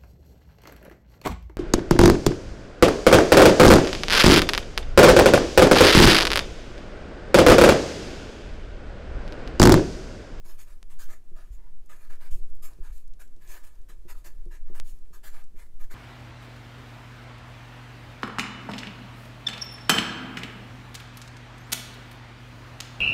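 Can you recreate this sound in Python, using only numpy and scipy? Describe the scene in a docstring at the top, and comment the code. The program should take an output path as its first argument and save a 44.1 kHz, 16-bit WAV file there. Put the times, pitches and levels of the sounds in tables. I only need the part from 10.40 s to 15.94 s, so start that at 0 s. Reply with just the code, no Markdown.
"""Felt-tip marker on paper

Capital letters written on a sheet lying on a desk, close to the microphone, with slides of the hand between.
Strokes and slides are dense clicks of fibres on paper grain, which make the sheet hiss and pen and desk sound.
The tip lands softly as low-passed clicks into decaying desk modes; jolts of the hand are damped low sines.
Paper ticks are short noise puffs and spikes bare pulses, over noise-made sway, rumble and air, and a sine hum."""
import sys
import numpy as np
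from scipy import signal
from scipy.fft import rfft, irfft
from scipy.io import wavfile
from scipy.ndimage import uniform_filter1d

SR = 44100
rng = np.random.default_rng(int(sys.argv[2]) if len(sys.argv) > 2 else 0)


def transcribe(u):
    """Save the signal u as a 16-bit wav file named by the first command-line argument.

    u: samples, shape (n,) or (channels, n), limited to [-1, 1]; the rate is SR.
    q: integer samples, one column per channel.
    """
    v = np.clip(np.atleast_2d(u).T, -1, 1)
    q = np.round(v * 32767).astype(np.int16)
    wavfile.write(sys.argv[1], SR, q)


def attenuation_scalar(level_db):
    """Turn a level in dB into a linear amplitude multiplier (20 dB per decade)."""
    decades = np.asarray(level_db, float) / 20
    return 10 ** decades


N = 244406

# low sway and rumble, noise with hand-drawn levels: time_s, slow_sway_db, rumble_db
SWAY_LEVELS = [(0.05, -31, -44), (0.9, -30, -41), (1.5, -33, -45), (1.92, -26, -44), (2.14, -23, -53),
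               (2.52, -37, -36), (2.65, -28, -43), (3.9, -38, -38), (4.5, -21, -38), (4.69, -29, -48),
               (5.5, -27, -40)]
# spectrum of the quiet air, relative density: pitch_hz, level_db
AIR_SPECTRUM = [(24, -14.5), (40, -9), (64, -29), (109, -27.5), (281, -35), (343, -33), (726, -45),
                (1700, -50.5), (4180, -55), (6550, -54.5), (10800, -56), (15700, -59)]
# the hand jolts the desk, heights before smoothing: start_s, slow_rocking_height, quick_rocking_height
DESK_JOLTS = [(1.106, 0.043, 0.041), (1.922, 0.14, 0.04), (2.403, 0.082, 0.004), (2.504, 0.01, 0.034),
              (4.408, 0.056, 0.0069)]
# single sharp spikes: time_s, signed_height
SHARP_SPIKES = [(0.4289, -0.032), (4.39985, 0.12)]
# faint ticks of the paper, level at the start of the fade: start_s, level_db, pitch_hz
PAPER_TICKS = [(1.46, -61.5, 8000), (1.755, -61, 7000), (2.029, -64, 7860), (2.1, -63, 8500),
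               (2.152, -58, 11500), (2.167, -64, 6000), (2.333, -60, 5600), (2.677, -59.5, 6800),
               (2.736, -58, 4500), (2.876, -62, 5500), (2.963, -64, 4500), (3.076, -56, 5000),
               (3.354, -66, 6500), (3.415, -65, 6000), (4.055, -65, 6000), (4.588, -65, 7000),
               (4.657, -67, 1520), (5.04, -59.5, 6060)]
# the tip lands, strength before the desk modes: start_s, level_db
TIP_LANDINGS = [(0.056, -57), (0.685, -57), (0.917, -53.5), (1.18, -63), (1.969, -57), (1.996, -56.5),
                (2.388, -53.5), (2.968, -58.5), (3.496, -56.5), (3.653, -51), (4.063, -49.5), (4.3, -46),
                (4.707, -59), (5.144, -56.5)]
# modes of the desk, t60 being the time to fall 60 dB: pitch_hz, relative_level_db, t60_s
DESK_MODES = [(110, -10, 0.082), (171.4, -4.5, 0.17), (202, -2.5, 0.08), (291, -10, 0.078), (351, 0, 0.17),
              (428.5, -8.5, 0.19), (550, -15, 0.14), (764, -19, 0.05)]
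# strokes of the pen and slides of the hand over the paper, levels before the speed curve:
# start_s, speeding_up_s, steady_s, paper_hiss_db, body_db
STROKES_AND_SLIDES = [(0.031, 0.04, 0.05, -58, -60), (0.169, 0.036, 0.01, -55, -61.5),
                      (0.238, 0.058, 0.024, -64, -63), (0.496, 0.007, 0.026, -61, -63),
                      (0.583, 0.015, 0.031, -53, -56.5), (0.663, 0.05, 0.024, -60, -58),
                      (0.943, 0.031, 0.05, -66.5, -59.5), (1.09, 0.061, 0.001, -64, -75.5),
                      (1.177, 0.002, 0.1, -90, -70.5), (1.487, 0.016, 0.001, -58.5, -55.5),
                      (1.5, 0.023, 0.13, -65, -63.5), (1.692, 0.017, 0.014, -57.5, -52.5),
                      (1.781, 0.043, 0.035, -62.5, -58.5), (1.9, 0.018, 0.045, -57.5, -76),
                      (2.217, 0.014, 0.027, -51.5, -58.5), (2.279, 0.0022, 0.05, -77, -68),
                      (2.4, 0.053, 0.03, -64, -60), (2.514, 0.021, 0.053, -62, -81),
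                      (2.788, 0.019, 0.012, -55.5, -57), (2.992, 0.03, 0.16, -64.5, -64),
                      (3.05, 0.07, 0.015, -54, -62.5), (3.131, 0.011, 0.016, -60, -58),
                      (3.224, 0.027, 0.016, -61.5, -76), (3.2, 0.03, 0.12, -75, -71.5),
                      (3.479, 0.018, 0.008, -58, -57), (3.672, 0.029, 0.002, -52, -52),
                      (3.739, 0.018, 0.038, -68, -67.5), (3.838, 0.015, 0.01, -51, -50),
                      (4.1, 0.026, 0.027, -63, -58), (4.24, 0.043, 0.07, -75, -68.5),
                      (4.338, 0.022, 0.017, -54.5, -55), (4.42, 0.078, 0.013, -57.5, -72),
                      (4.721, 0.022, 0.019, -60, -60), (4.827, 0.017, 0.032, -50.5, -53),
                      (4.91, 0.052, 0.026, -61.5, -56), (5.149, 0.031, 0.052, -63, -61.5),
                      (5.386, 0.027, 0.023, -62, -60), (5.493, 0.028, 0.08, -55.5, -50.5)]
# spectrum of the sheet's hiss, relative density: pitch_hz, level_db
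HISS_SPECTRUM = [(1200, -24), (2500, -1.5), (3500, -7.5), (4500, -4), (5900, -6), (6600, 1.5), (9000, -3),
                 (12500, -1), (14500, -7), (15800, -6), (16500, 0)]
# resonances of the sheet, before each stroke's own gains: pitch_hz, width_hz, level_db
SHEET_MODES = [(3490, 62, -2.5), (6720, 67, -22.5), (7540, 83, -20.5), (9660, 33, -6), (11810, 55, -9),
               (13200, 48, -2)]
# pen barrel and desk top under a dragged tip, before each stroke's own gains: pitch_hz, width_hz, level_db
BODY_MODES = [(361, 18, 2.5), (445, 45, -4.5), (638, 106, -4), (809, 34, -3), (960, 78, -3),
              (1239.4, 46.6, 0.5), (1400, 110, -9), (1558, 80, -3), (1720, 96, -2), (2065, 123, -3),
              (2287, 183, -11), (2865, 100, -10), (2930, 41, -11.5)]

AIR_DB = -58.5
HUM_HZ, HUM_DB = 54, -57
HUM_FROM_S, HUM_TO_S = 3.3, 4.15   # full level between these
HUM_RISE_DB_PER_S, HUM_FALL_DB_PER_S = 100, 35
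TICK_FADE_S = 0.004
FADE_S, FADE_PER_STEADY_S = 0.022, 0.2   # a long stroke also slows down gently
ONSET_POWER = 2.13   # steepness of the start
LINGER_DB, LINGER_S = -17, 0.07   # a faint tail outlasts the fade
MOVES_ON_S = 0.14   # half a turn of the stroke's changing colour
# body pitch favoured by the grip: high when the body sounds firmly, low when it is faint
FIRM_HZ, FAINT_HZ, HALFWAY_DB, CHANGE_OVER_DB = 1480, 880, -66.5, 2.5
RING_DB, RING_FADE_S = -13, 0.0036
TOP_HZ = 15980


def rms_one(x):
    """Scale to rms 1."""
    return x / np.sqrt(np.mean(x ** 2) + 1e-20)


def in_time(rows):
    """Columns of a curve, drawn straight between its points, at every sample."""
    s, *columns = np.transpose(rows)
    return [np.interp(np.arange(N) / SR, s, c) for c in columns]


def coloured(x, spectrum):
    """Give x a spectrum drawn through pitch_hz, level_db points; rms 1."""
    hz, db = np.transpose(spectrum)
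    f = np.maximum(np.arange(N // 2 + 1) * SR / N, 1)
    gain_db = np.interp(np.log(f), np.log(hz), db, -80, -80)
    return rms_one(irfft(rfft(x) * attenuation_scalar(gain_db), N))


def band(x, low_hz, high_hz):
    """Band-pass; rms 1."""
    sos = signal.butter(2, [low_hz, high_hz], "band", fs=SR, output="sos")
    return rms_one(signal.sosfilt(sos, x))


def drift(rate_hz):
    """Slow chance: noise through a double low-pass, spread 1."""
    r = np.exp(-2 * np.pi * rate_hz / SR)
    noise = rng.standard_normal(N + SR)
    return rms_one(signal.lfilter([1], [1, -2 * r, r * r], noise)[SR:])


def resonances(x, table, extra_db):
    """Parallel damped resonances of alternating sign, each with some extra gain."""
    out = 0
    for k, (hz, width_hz, db) in enumerate(table):
        r = np.exp(-np.pi * width_hz / SR)
        a = [1, -2 * r * np.cos(2 * np.pi * hz / SR), r * r]
        out = out + (-1) ** k * attenuation_scalar(db + extra_db[k]) * signal.lfilter([1 - r, 0, r - 1], a, x)
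    return out


def room():
    """Low sway and rumble of band-passed noise, a low hum that comes and goes, and the quiet air."""
    t = np.arange(N) / SR
    sway_db, rumble_db = in_time(SWAY_LEVELS)
    noise = rng.standard_normal((2, N + SR))   # the first second lets the filters settle
    sway = attenuation_scalar(sway_db) * band(noise[0], 2.267, 6.79)[SR:]
    rumble = attenuation_scalar(rumble_db) * band(band(noise[1], 8.9, 23.2), 8.0, 23.7)[SR:]
    rise_db = HUM_RISE_DB_PER_S * np.maximum(HUM_FROM_S - t, 0)
    fall_db = HUM_FALL_DB_PER_S * np.maximum(t - HUM_TO_S, 0)
    hum = np.sqrt(2) * attenuation_scalar(HUM_DB - rise_db - fall_db) * np.sin(2 * np.pi * HUM_HZ * t)
    air = attenuation_scalar(AIR_DB + 1.0 * drift(1.56)) * coloured(rng.standard_normal(N), AIR_SPECTRUM)
    return sway + rumble + hum + air


def jolts():
    """Each jolt sets the desk rocking in two damped low modes."""
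    t, out = np.arange(N) / SR, 0
    for s, slow, quick in DESK_JOLTS:
        after = np.maximum(t - s, 0)
        out = out + slow * np.sin(2 * np.pi * 15 * after) * np.exp(-after / 0.061)
        out = out + quick * np.sin(2 * np.pi * 42 * after) * np.exp(-after / 0.038)
    return uniform_filter1d(out, size=260)


def spikes():
    """Bare bell-shaped pulses a few samples wide."""
    t, out = np.arange(N) / SR, np.zeros(N)
    for s, height in SHARP_SPIKES:
        out += height * np.exp(-((t - s) / 2.4e-5) ** 2 / 2)
    return out


def ticks():
    """Faint ticks of the paper: short fading puffs of noise around a pitch."""
    t, out = np.arange(N) / SR, np.zeros(N)
    white = rng.standard_normal(N)
    for s, db, hz in PAPER_TICKS:
        at = slice(int(s * SR), int(s * SR) + 1764)   # 40 ms
        puff = band(white[at], hz / 1.5, min(hz * 1.7, 16000))
        out[at] += attenuation_scalar(db) * puff * np.exp(-(t[at] - s) / TICK_FADE_S)
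    return out


def landings():
    """A soft tip: a low-passed click into the damped desk modes, new strengths each time."""
    s, level_db = np.transpose(TIP_LANDINGS)
    luck_db, out = rng.normal(0, 1.64, (len(s), len(DESK_MODES))), 0
    for k, (hz, db, t60) in enumerate(DESK_MODES):
        clicks = np.full(N, 1e-18)
        clicks[(s * SR).astype(int)] = attenuation_scalar(level_db + db + 1.5 + luck_db[:, k])
        r, w = attenuation_scalar(-60 / (t60 * SR)), 2 * np.pi * hz / SR
        out = out + signal.lfilter([0, np.sin(w)], [1, -2 * r * np.cos(w), r * r], clicks)
    # two running means soften the clicks
    return uniform_filter1d(uniform_filter1d(out, size=30), size=30)


def fibres(per_s, spread_db):
    """Fibres catching on the paper grain: dense clicks of uneven size and either sign; rms 1."""
    sizes = attenuation_scalar(spread_db * np.minimum(rng.exponential(1, N), 5))
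    signs = rng.choice([-1, 1], N)
    return rms_one(sizes * signs * (rng.random(N) < per_s / SR))


def speed_curve(since, rise, steady):
    """Curve of one stroke or slide: gathers speed, holds, then fades with a faint lingering tail."""
    gathering = np.sin(np.pi / 2 * np.clip(since / max(rise, 1e-3), 0, 1)) ** ONSET_POWER
    past = np.maximum(since - rise - steady, 0)
    fade = np.exp(-past / (FADE_S + FADE_PER_STEADY_S * steady))
    return gathering * np.maximum(fade, attenuation_scalar(LINGER_DB) * np.exp(-past / LINGER_S))


def strokes_and_slides():
    """The same catching fibres make the sheet hiss and drive the body; each movement has its own colour."""
    t, out = np.arange(N) / SR, np.zeros(N)
    grit = fibres(14000, spread_db=2.5) * attenuation_scalar(1.62 * drift(29.5))
    hiss = coloured(grit, HISS_SPECTRUM)
    broad = attenuation_scalar(-27.5) * band(grit, 337, 5100)
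    ring_s = np.arange(1000) / SR
    octaves = np.log2(np.array(BODY_MODES)[:, 0])
    places, sheets = len(ring_s), len(SHEET_MODES)
    luck = rng.standard_normal((len(STROKES_AND_SLIDES), places + sheets + len(BODY_MODES)))
    for (s, rise, steady, hiss_db, body_db), draws in zip(STROKES_AND_SLIDES, luck):
        at = slice(int(s * SR), int((s + rise + steady + 0.25) * SR))
        since = t[at] - s
        place, sheet_luck, body_luck = np.split(draws, [places, places + sheets])
        # a sliding hand, with little body sound, hisses smoothly without the sheet ringing
        smoothing_db = 0.6 * min(body_db - hiss_db, 0)
        # the sheet's countless high modes: a short random ring that depends on the place on the sheet
        ring_fade = attenuation_scalar(RING_DB + smoothing_db) * np.exp(-ring_s / RING_FADE_S)
        ring = place * ring_fade
        # on its way the movement reaches another place, here the same draws reversed
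        later = place[::-1] * ring_fade
        turn = np.pi * since / MOVES_ON_S
        sheet = hiss[at] + signal.fftconvolve(hiss[at] * np.cos(turn), ring)[:len(since)]
        sheet = sheet + signal.fftconvolve(hiss[at] * np.sin(turn), later)[:len(since)]
        sheet = sheet + attenuation_scalar(3 + smoothing_db) * resonances(sheet, SHEET_MODES, 4 * sheet_luck)
        # body modes weaken away from the favoured pitch, no further beyond an octave
        firmness = 1 / (1 + np.exp((HALFWAY_DB - body_db) / CHANGE_OVER_DB))
        favoured_hz = FAINT_HZ + (FIRM_HZ - FAINT_HZ) * firmness
        octaves_away = np.minimum(np.abs(octaves - np.log2(favoured_hz)), 1)
        grip_db = -5.0 * octaves_away + 2.8 * body_luck
        body = broad[at] + resonances(grit[at], BODY_MODES, grip_db)
        levelled = attenuation_scalar(hiss_db) * rms_one(sheet) + attenuation_scalar(body_db) * rms_one(body)
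        out[at] += speed_curve(since, rise, steady) * levelled
    return out


def scene():
    """All sources, one channel."""
    return (room() + jolts() + spikes() + ticks() + landings() + strokes_and_slides())[None]


def band_limit(x):
    """A steep low-pass at the top of the band."""
    return signal.sosfilt(signal.butter(12, 16480, fs=SR, output="sos"), x)


def record(dry):
    """A steep low-pass cuts the top of the finished mix."""
    low_pass = signal.cheby2(14, 40, TOP_HZ, fs=SR, output="sos")
    mix = signal.sosfilt(low_pass, dry)
    return band_limit(mix)


dry = scene()
out = record(dry)
transcribe(out)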